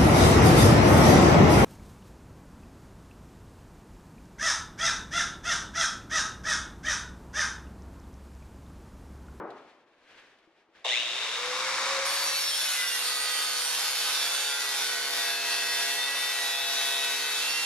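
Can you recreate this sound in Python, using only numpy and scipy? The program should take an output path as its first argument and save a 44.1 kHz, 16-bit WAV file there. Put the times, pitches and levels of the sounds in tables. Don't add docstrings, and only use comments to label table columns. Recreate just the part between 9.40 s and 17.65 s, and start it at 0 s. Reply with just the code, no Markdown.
import sys
import numpy as np
from scipy import signal
from scipy.fft import rfft, irfft, next_fast_len
from scipy.io import wavfile
from scipy.ndimage import uniform_filter1d, map_coordinates

SR = 44100
rng = np.random.default_rng(int(sys.argv[2]) if len(sys.argv) > 2 else 0)


def materialize(psi):
    bounded = np.clip(np.atleast_2d(psi).T, -1, 1)
    quanta = np.round(bounded * 32767).astype(np.int16)
    wavfile.write(sys.argv[1], SR, quanta)


N = 363825
MAINS_HZ = 60
SWITCH_S, TOUCH_S = 1.443, 2.648
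ROTOR_PER_DISC_TURN = 32 / 9


def amp(db):
    return 10 ** (np.asarray(db) / 20)


def unit(x):
    return x / np.sqrt(np.mean(x ** 2) + 1e-20)


def along(points, hz):
    f, v = np.transpose(points)
    return np.interp(np.log(hz + 1), np.log(f + 1), v)


def peaks(modes, hz):
    return sum(db / (1 + (2 * (hz - centre) / width) ** 2) for centre, width, db in modes)


def curves(rows):
    s, *cols = np.transpose(rows)
    return [np.interp(np.arange(N) / SR, s, c) for c in cols]


def gate(start_s, stop_s, rise_s, fall_s):
    t = np.arange(N) / SR
    return np.clip((t - start_s) / rise_s, 0, 1) * np.clip((stop_s - t) / fall_s, 0, 1)


def wobble(knots_per_s):
    return np.interp(np.arange(N) * knots_per_s / SR, np.arange(N // 40), rng.standard_normal(N // 40))


def filtered(x, response):
    m = next_fast_len(N + 8192)
    return irfft(rfft(x, m) * response(np.fft.rfftfreq(m, 1 / SR)), m)[..., :N]


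def rush(spectrum, modes=()):
    m = next_fast_len(N)
    hz = np.fft.rfftfreq(m, 1 / SR)
    re, im = rng.standard_normal((2, 2, len(hz)))
    colour = amp(along(spectrum, hz) + peaks(modes, hz))
    return unit(irfft((re + 1j * im) * colour, m)[:, :N])


# frequency in Hz, density in dB per Hz.
BENCH_BOOM_SPECTRUM = [(45, -36), (367, -1.5), (715, -4), (1190, -6.5), (1690, -15.5), (2450, -30),
                       (4000, -55), (8800, -120)]
CLOTH_SPECTRUM = [(180, -10.5), (300, -1), (365, -9), (647, -6), (1230, -6), (1570, 3.5), (3020, -1.5),
                  (7500, -16.5), (15000, -21)]
# peak time in s, swell in s per 20 dB, fade in s per 20 dB, level in dB.
BRUSHES = [(.2, 0.28, 0.28, -57.5), (.78, 0.32, 0.35, -54.5), (1.18, 0.18, 0.26, -71),
           (1.36, 0.037, 0.42, -60)]
KNOCK_DB, KNOCK_T60_S, ROOM_DB = -35.5, 0.69, -71
RUB_RE_CLOTH_DB = -11


def knock_and_cloth():
    t = np.arange(N) / SR
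    boom = amp(ROOM_DB) + amp(KNOCK_DB - 60 * t / KNOCK_T60_S)
    cloth = 0
    for peak_s, swell_s, fade_s, db in BRUSHES:
        cloth = cloth + amp(db - 20 * np.maximum((peak_s - t) / swell_s, (t - peak_s) / fade_s))
    bench = (boom + amp(RUB_RE_CLOTH_DB) * cloth) * rush(BENCH_BOOM_SPECTRUM)
    return bench + cloth * amp(2.3 * wobble(39.2)) * rush(CLOTH_SPECTRUM)


# start in s, initial envelope in dB.
THUDS = [(1.075, -57), (1.29, -64)]
THUD_HZ, THUD_T60_S = 330, .15


def glove_taps():
    t = np.arange(N) / SR
    out = np.zeros((2, N))
    for s, db in THUDS:
        out += amp(db - 60 * np.abs(t - s) / THUD_T60_S) * (t > s) * np.sin(2 * np.pi * THUD_HZ * (t - s))
    return out


# start in s, relative level in dB.
TICKS = [(0.1042, -46), (0.987, -57), (1.3944, -57)]


def tool_clicks():
    out = np.zeros((2, N))
    t = np.arange(SR // 20) / SR
    for s, db in TICKS:
        noise = rng.standard_normal((2, len(t))) * amp(-60 * t / 0.054)
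        puff = filtered(noise, lambda hz: amp(peaks([(3500, 2500, 16.0)], hz) - 15))
        out[:, round(s * SR):][:, :len(t)] += amp(db + 4.0) * puff[:, :len(t)]
    return out


def hands():
    out = knock_and_cloth() + glove_taps() + tool_clicks()
    return filtered(out, lambda hz: 1 / (1 + (hz / 9000) ** 4))


# time in s, disc speed in turns per s.
LOADED_SPEED = [(2.66, 154.4), (2.92, 156.1), (3.19, 152.1), (3.47, 141.2), (3.58, 139.1), (4.11, 138.5),
                (4.42, 137.0), (5.06, 140.7), (5.18, 141.0), (5.46, 136.2), (5.67, 137.2), (6.27, 136.9),
                (6.72, 138.9), (7.25, 137.5), (8.25, 136.5)]
FREE_TURNS_PER_S, SPIN_UP_S, SPIN_POWER = 157, .35, .66


def disc_speed():
    t = np.arange(N) / SR
    run_up = 1 - np.exp(-np.clip(t - SWITCH_S, 0, None) / SPIN_UP_S)
    free = FREE_TURNS_PER_S * run_up ** SPIN_POWER
    return np.where(t < TOUCH_S, free, curves(LOADED_SPEED)[0])


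# frequency in Hz, density in dB per Hz.
KICK_SPECTRUM = [(300, -45), (480, -5), (1100, -6.5), (2000, -46)]
KICK_DB, KICK_T60_S = -33, 0.33


def switch_jolt():
    t = np.arange(N) / SR
    decay = amp(KICK_DB - 60 * np.abs(t - SWITCH_S) / KICK_T60_S)
    return decay * gate(SWITCH_S, 9, 0.0079, 1) * rush(KICK_SPECTRUM)


def torque_pulses():
    t = np.arange(N) / SR
    return np.cos(2 * np.pi * (2 * MAINS_HZ * t + 0.021))


def torque_throb(torque):
    t = np.arange(N) / SR
    depth_db = 1 + 3.8 * np.exp(-np.abs(t - 1.54) / .18)
    return amp(depth_db * (torque + 1.25) + 1.2 * wobble(110))


# frequency in Hz, density in dB per Hz.
RATTLE_SPECTRUM = [(120, -36), (509, -18.5), (1510, -14), (2020, -3.5), (3680, -4), (4380, -10),
                   (7000, -13), (11600, -34.5), (15400, -49)]
# centre in Hz, width in Hz, gain in dB.
HOUSING_MODES = [(600, 300, 10), (2750, 300, 6), (3700, 430, 12)]
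RATTLE_DB, SLACK_S, SETTLE_DB_PER_S = -35, 0.42, 16


def gear_rattle(throb):
    t = np.arange(N) / SR
    level_db = RATTLE_DB - SETTLE_DB_PER_S * np.clip(t - SWITCH_S - SLACK_S, 0, None)
    noise = rush(RATTLE_SPECTRUM, HOUSING_MODES)
    return amp(level_db) * throb * noise * gate(SWITCH_S, 2.7, .007, .2)


# frequency in Hz, density in dB per Hz.
AIR_SPECTRUM = [(25, -38), (262, -23.5), (454, -15), (531, -5.5), (590, -15.5), (1100, -1), (2900, -11),
                (5290, -7.5), (10400, -22), (15400, -41)]
# centre in Hz, width in Hz, gain in dB.
VENT_MODES = [(2250, 370, 6.5), (3760, 210, 7)]
AIR_DB, AIR_POWER = -28, 0.11


def cooling_air(speed, torque):
    level = speed ** AIR_POWER * amp(AIR_DB + 0.91 * torque)
    return level * rush(AIR_SPECTRUM, VENT_MODES) * gate(SWITCH_S, 3.194, 1.09, 0.7)


SLOTS_PER_ROTOR_TURN = 10


def slot_whine(rotor_turns, throb):
    phase = 2 * np.pi * SLOTS_PER_ROTOR_TURN * rotor_turns + 1.1 * np.array([wobble(250), wobble(250)])
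    first = gate(1.512, 1.76, .012, .24) * np.sin(phase)
    octave = gate(1.47, 1.53, .04, .015) * np.sin(2 * phase)
    return throb * amp(-35) * (first + octave)


# centre in Hz, width in Hz, gain in dB.
SHELL_MODES = [(499, 57, 14), (544.5, 13, 10)]
UNBALANCE_DB, UNBALANCE_POWER = -49, 2.54
SHELL_DAMPING_S = 0.31
SLOWING_DB = .18


def rotor_tone(speed, rotor_turns):
    t = np.arange(N) / SR
    shell_free = np.exp(-np.clip(t - TOUCH_S, 0, None) / SHELL_DAMPING_S)
    rotor_hz = ROTOR_PER_DISC_TURN * FREE_TURNS_PER_S * speed
    unbalance = speed ** UNBALANCE_POWER * amp(UNBALANCE_DB + shell_free * peaks(SHELL_MODES, rotor_hz))
    acceleration = uniform_filter1d(np.gradient(disc_speed()) * SR, size=4000)
    slowing = np.clip(-acceleration, 0, None)
    level = unbalance * amp(-SLOWING_DB * slowing) * amp(1.8 * wobble(8.8))
    tone = level * np.sin(2 * np.pi * rotor_turns + 1.2 * wobble(9))
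    return tone * [[1], [.3]]


def motor():
    rotor_turns = ROTOR_PER_DISC_TURN * np.cumsum(disc_speed()) / SR
    speed = disc_speed() / FREE_TURNS_PER_S
    torque = torque_pulses()
    throb = torque_throb(torque)
    driven = switch_jolt() + gear_rattle(throb) + cooling_air(speed, torque)
    return driven + slot_whine(rotor_turns, throb) + rotor_tone(speed, rotor_turns)


# centre in Hz, width in Hz, gain in dB.
TUBE_MODES = [(3520, 220, 3.5), (4487, 45, 5), (5650, 150, 7), (6790, 470, 6), (8725, 360, 10.5),
              (10490, 580, 7), (11360, 590, 8)]
# frequency in Hz, density in dB per Hz.
GRIT_SPECTRUM = [(25, -56), (333, -18), (484, -14), (688, -8), (1490, -2.5), (1750, -3), (4570, -2.5),
                 (8000, -16.5), (10400, -82), (17600, -120)]
SPARK_SPECTRUM = [(4120, -22), (7000, 0.5), (8130, -2.5), (8890, -1), (11200, 1.5), (15400, -12.5)]
SPARK_DB, SPARK_DB_PER_STEADINESS = -2.5, -11


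def grit_and_sparks(turns, press_db, steadiness):
    t = np.arange(N) / SR
    spark_db = SPARK_DB + SPARK_DB_PER_STEADINESS * steadiness
    pulse_db = 1.5 * np.cos(2 * np.pi * turns) + 0.48 * np.cos(4 * np.pi * turns + 1.2)
    pulse_db += .5 * np.cos(4 * np.pi * MAINS_HZ * t)
    grains_db = 2.44 * wobble(900)
    grit_db = press_db - 2.5 + 0.77 * pulse_db + grains_db + 0.27 * wobble(9.6)
    sparks_db = press_db + spark_db + 2.0 + pulse_db + grains_db + 0.9 * wobble(12)
    return amp(grit_db) * rush(GRIT_SPECTRUM, TUBE_MODES) + amp(sparks_db) * rush(SPARK_SPECTRUM, TUBE_MODES)


# frequency in Hz, density in dB per Hz.
DRONE_SPECTRUM = [(30, -8), (75, -14), (100, 6), (125, -18), (400, -120)]


def bench_drone(steadiness):
    return amp(-86.5 + 17.0 * steadiness + 1.9 * wobble(3.5)) * rush(DRONE_SPECTRUM)


# disc-turn multiple added to rotor speed, mean level in dB at steadiness 1.
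BEATS = [(3, -55), (7, -48.5), (8, -59)]


def rotor_beats(turns):
    out = 0
    for k, db in BEATS:
        phase = 2 * np.pi * (ROTOR_PER_DISC_TURN + k) * turns + wobble(8)
        out = out + amp(db + 3.0 * wobble(6)) * np.sin(phase)
    return out


# frequency in Hz, relative level in dB.
RIM_SPECTRUM = [(150, -52), (250, -21.5), (395, -10), (973, -1), (1970, -5.5), (2550, -4), (4530, -0.5),
                (7780, -12), (12500, -11.5), (16200, -21.5)]
# multiple of the turn, relative level in dB.
HELD_MULTIPLES = [(2, -65.5), (3, -58), (4, -58), (5, -57.5), (6, -54), (7, -55.5), (8, -58), (9, -57),
                  (10, -55.5), (11, -49.5), (12, -53.5), (16, -53)]
# start in s, length in s, multiple of the turn, relative level in dB.
SQUEALS = [(2.65, .65, 57, -41.5), (2.67, 0.57, 29, -39), (2.7, .33, 28, -42), (2.67, 0.6, 36, -43.5),
           (2.749, 0.46, 25, -42), (2.875, 0.1, 17, -37), (2.848, .42, 37, -39.5), (2.85, 0.57, 26, -44),
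           (3.0, 0.23, 35, -38.5), (3.194, 0.27, 10, -45), (3.38, .27, 20, -40), (3.34, 0.27, 14, -40.5),
           (3.496, 0.91, 63, -39), (3.5, 1.3, 11, -46.5), (3.63, 0.68, 33, -40), (3.633, 0.63, 32, -37),
           (3.636, 0.55, 9, -47), (3.7, 0.4, 14, -45), (3.8, 0.31, 20, -46), (3.85, .8, 23, -45),
           (4.435, 0.34, 9, -46.5), (4.43, 0.65, 26, -41), (4.448, 0.62, 32, -41.5),
           (4.622, 0.55, 19, -44.5), (4.65, .75, 6, -52.5), (4.85, .4, 25, -45), (4.87, .38, 10, -45),
           (5.098, 0.28, 14, -40.5), (5.19, 0.36, 26, -39.5), (5.397, 1.2, 3, -52.5), (5.42, 0.18, 11, -37),
           (5.45, 1.24, 32, -41.5), (5.5, 0.44, 14, -41), (5.54, 1.06, 5, -49.5), (5.6, .55, 26, -41.5),
           (5.8, 0.6, 31, -42.5), (5.823, 0.74, 12, -44), (5.85, 2.3, 19, -40.5), (6.05, 1.65, 14, -39.5),
           (6.155, 0.38, 26, -38.5), (6.59, 0.079, 26, -30), (6.78, 0.14, 26, -33.5),
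           (6.98, 0.74, 5, -49.5), (6.997, 0.98, 28, -37), (7.0, 0.44, 6, -50), (7.05, .65, 25, -39),
           (7.1, 0.47, 26, -39), (7.35, 0.68, 3, -52.5), (7.4, 1.1, 27, -40.5), (7.45, 0.56, 11, -44.5),
           (7.7, .63, 14, -45), (7.79, .5, 23, -42), (8.024, .3, 20, -34)]
SQUEAL_STEADY = 0.57
SQUEAL_APART_DB = -4.5


def rim(turns, press_db, steadiness, wear_db, flicker_db, drift, size=640):
    count, orders = int(turns[-1]) + 2, np.arange(size // 6)
    at = np.minimum(np.searchsorted(turns, np.arange(count)), N - 1)
    turn_s = at / SR
    hz, loose = disc_speed()[at, None] * orders, 1 - steadiness[at, None]

    def slow(span):
        noise = rng.standard_normal((2, count, len(orders)))
        once = uniform_filter1d(noise, span, 1)
        return unit(uniform_filter1d(once, span, 1))

    fine = np.clip(hz / 1800, .2, 1)
    level = amp(along(RIM_SPECTRUM, hz) + wear_db * fine * np.minimum(slow(30), .5))
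    level *= amp(press_db[at, None]) / np.sqrt(np.mean(np.sum(level ** 2, -1)) / 2)
    tube_db = peaks(TUBE_MODES, hz) * (.5 + 1.4 * loose)
    level *= amp(tube_db - loose * (6.0 + 2.0 * np.clip(1 - hz / 4000, 0, 1)))
    held_db = 1.8 * slow(40) - loose ** 2 * (22 + 16 * (1 - fine))
    for order, db in HELD_MULTIPLES:
        k = round(order)
        level[:, :, k] = amp(db + 5 + held_db[:, :, k])

    unsteady = fine * (.2 + 2.1 * loose)
    wavers = unsteady * slow(5) + slow(12) * fine * .5
    for s, length_s, order, db in SQUEALS:
        k = round(order)
        share = np.clip(np.minimum(turn_s - s, s + length_s - turn_s) / .05 + .5, 0, 1)
        squeal = amp([[db + 3], [db + 2 + SQUEAL_APART_DB]])
        level[:, :, k] += share * (squeal - level[:, :, k])
        unsteady[:, k] *= 1 - SQUEAL_STEADY * share * steadiness[at]
        wavers[:, :, k] *= 1 - 0.33 * share

    phase = rng.uniform(0, 2 * np.pi, (2, 1, len(orders)))
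    phase = phase + drift * unsteady * (1 + hz / 9000) * slow(9)
    phase += 2.3 * loose ** 2 * fine * slow(3)
    shape = irfft(level * amp(flicker_db * wavers) * np.exp(1j * phase), size) * size / 2
    shape = np.concatenate([shape, shape[..., :1]], -1)
    return np.array([map_coordinates(s, [turns, turns % 1 * size], order=1) for s in shape])


def workshop(pair, t60_s, wet_db):
    t = np.arange(SR // 2) / SR
    tail = rng.standard_normal((2, len(t))) * amp(-60 * t / t60_s)
    tail /= np.linalg.norm(tail[0])
    return pair + amp(wet_db) * signal.fftconvolve(pair, tail, axes=1)[:, :N]


# time in s, how firmly the disc is held from 0 to 1.
DISC_STEADINESS = [(2.65, 0.62), (3.3, 0.42), (3.65, 0.61), (5.2, 0.67), (5.6, 0.81), (8.25, 0.73)]
PRESS_DB = -32.5


def cut():
    turns = np.cumsum(disc_speed()) / SR
    press_db, steadiness = PRESS_DB + wobble(9), np.clip(curves(DISC_STEADINESS)[0], 0, 1)
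    hiss_and_drone = grit_and_sparks(turns, press_db, steadiness) + bench_drone(steadiness)
    song = rim(turns, press_db - 0.5, steadiness, wear_db=6.0, flicker_db=3.5, drift=0.73)
    beats = steadiness * rotor_beats(turns) * [[1], [.3]]
    touch = gate(TOUCH_S, 9, 0.0064, .1)
    return hiss_and_drone * touch + workshop((song + beats) * touch, t60_s=0.73, wet_db=-10.5)


# frequency in Hz, left-right likeness from 0 to 1.
LIKENESS = [(100, .94), (700, .92), (1600, .93), (2600, .42), (14000, .4)]


def ports(pair, lead_samples):
    m = next_fast_len(N + 256)
    hz = np.fft.rfftfreq(m, 1 / SR)
    turn = np.arccos(np.clip(along(LIKENESS, hz), -1, 1)) / 2
    same, apart = rfft(pair, m) * [np.cos(turn), np.sin(turn)]
    early = np.exp(1j * np.pi * hz * lead_samples / SR)
    return irfft(np.array([(same + apart) * early, (same - apart) / early]), m)[:, :N]


# time in s, left minus right in dB.
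PAN = [(0, 2), (2.2, 1.2), (3.7, -1), (6.6, -.7), (7.6, .5), (8.25, -1)]


def scene():
    pan_db = curves(PAN)[0] * [[.5], [-.5]]
    return ports(hands() + motor() + cut(), lead_samples=1.58) * amp(pan_db)


TOP_HZ = 15500


def record(dry):
    return filtered(dry, lambda hz: hz < TOP_HZ)


dry = scene()
out = record(dry)
materialize(out)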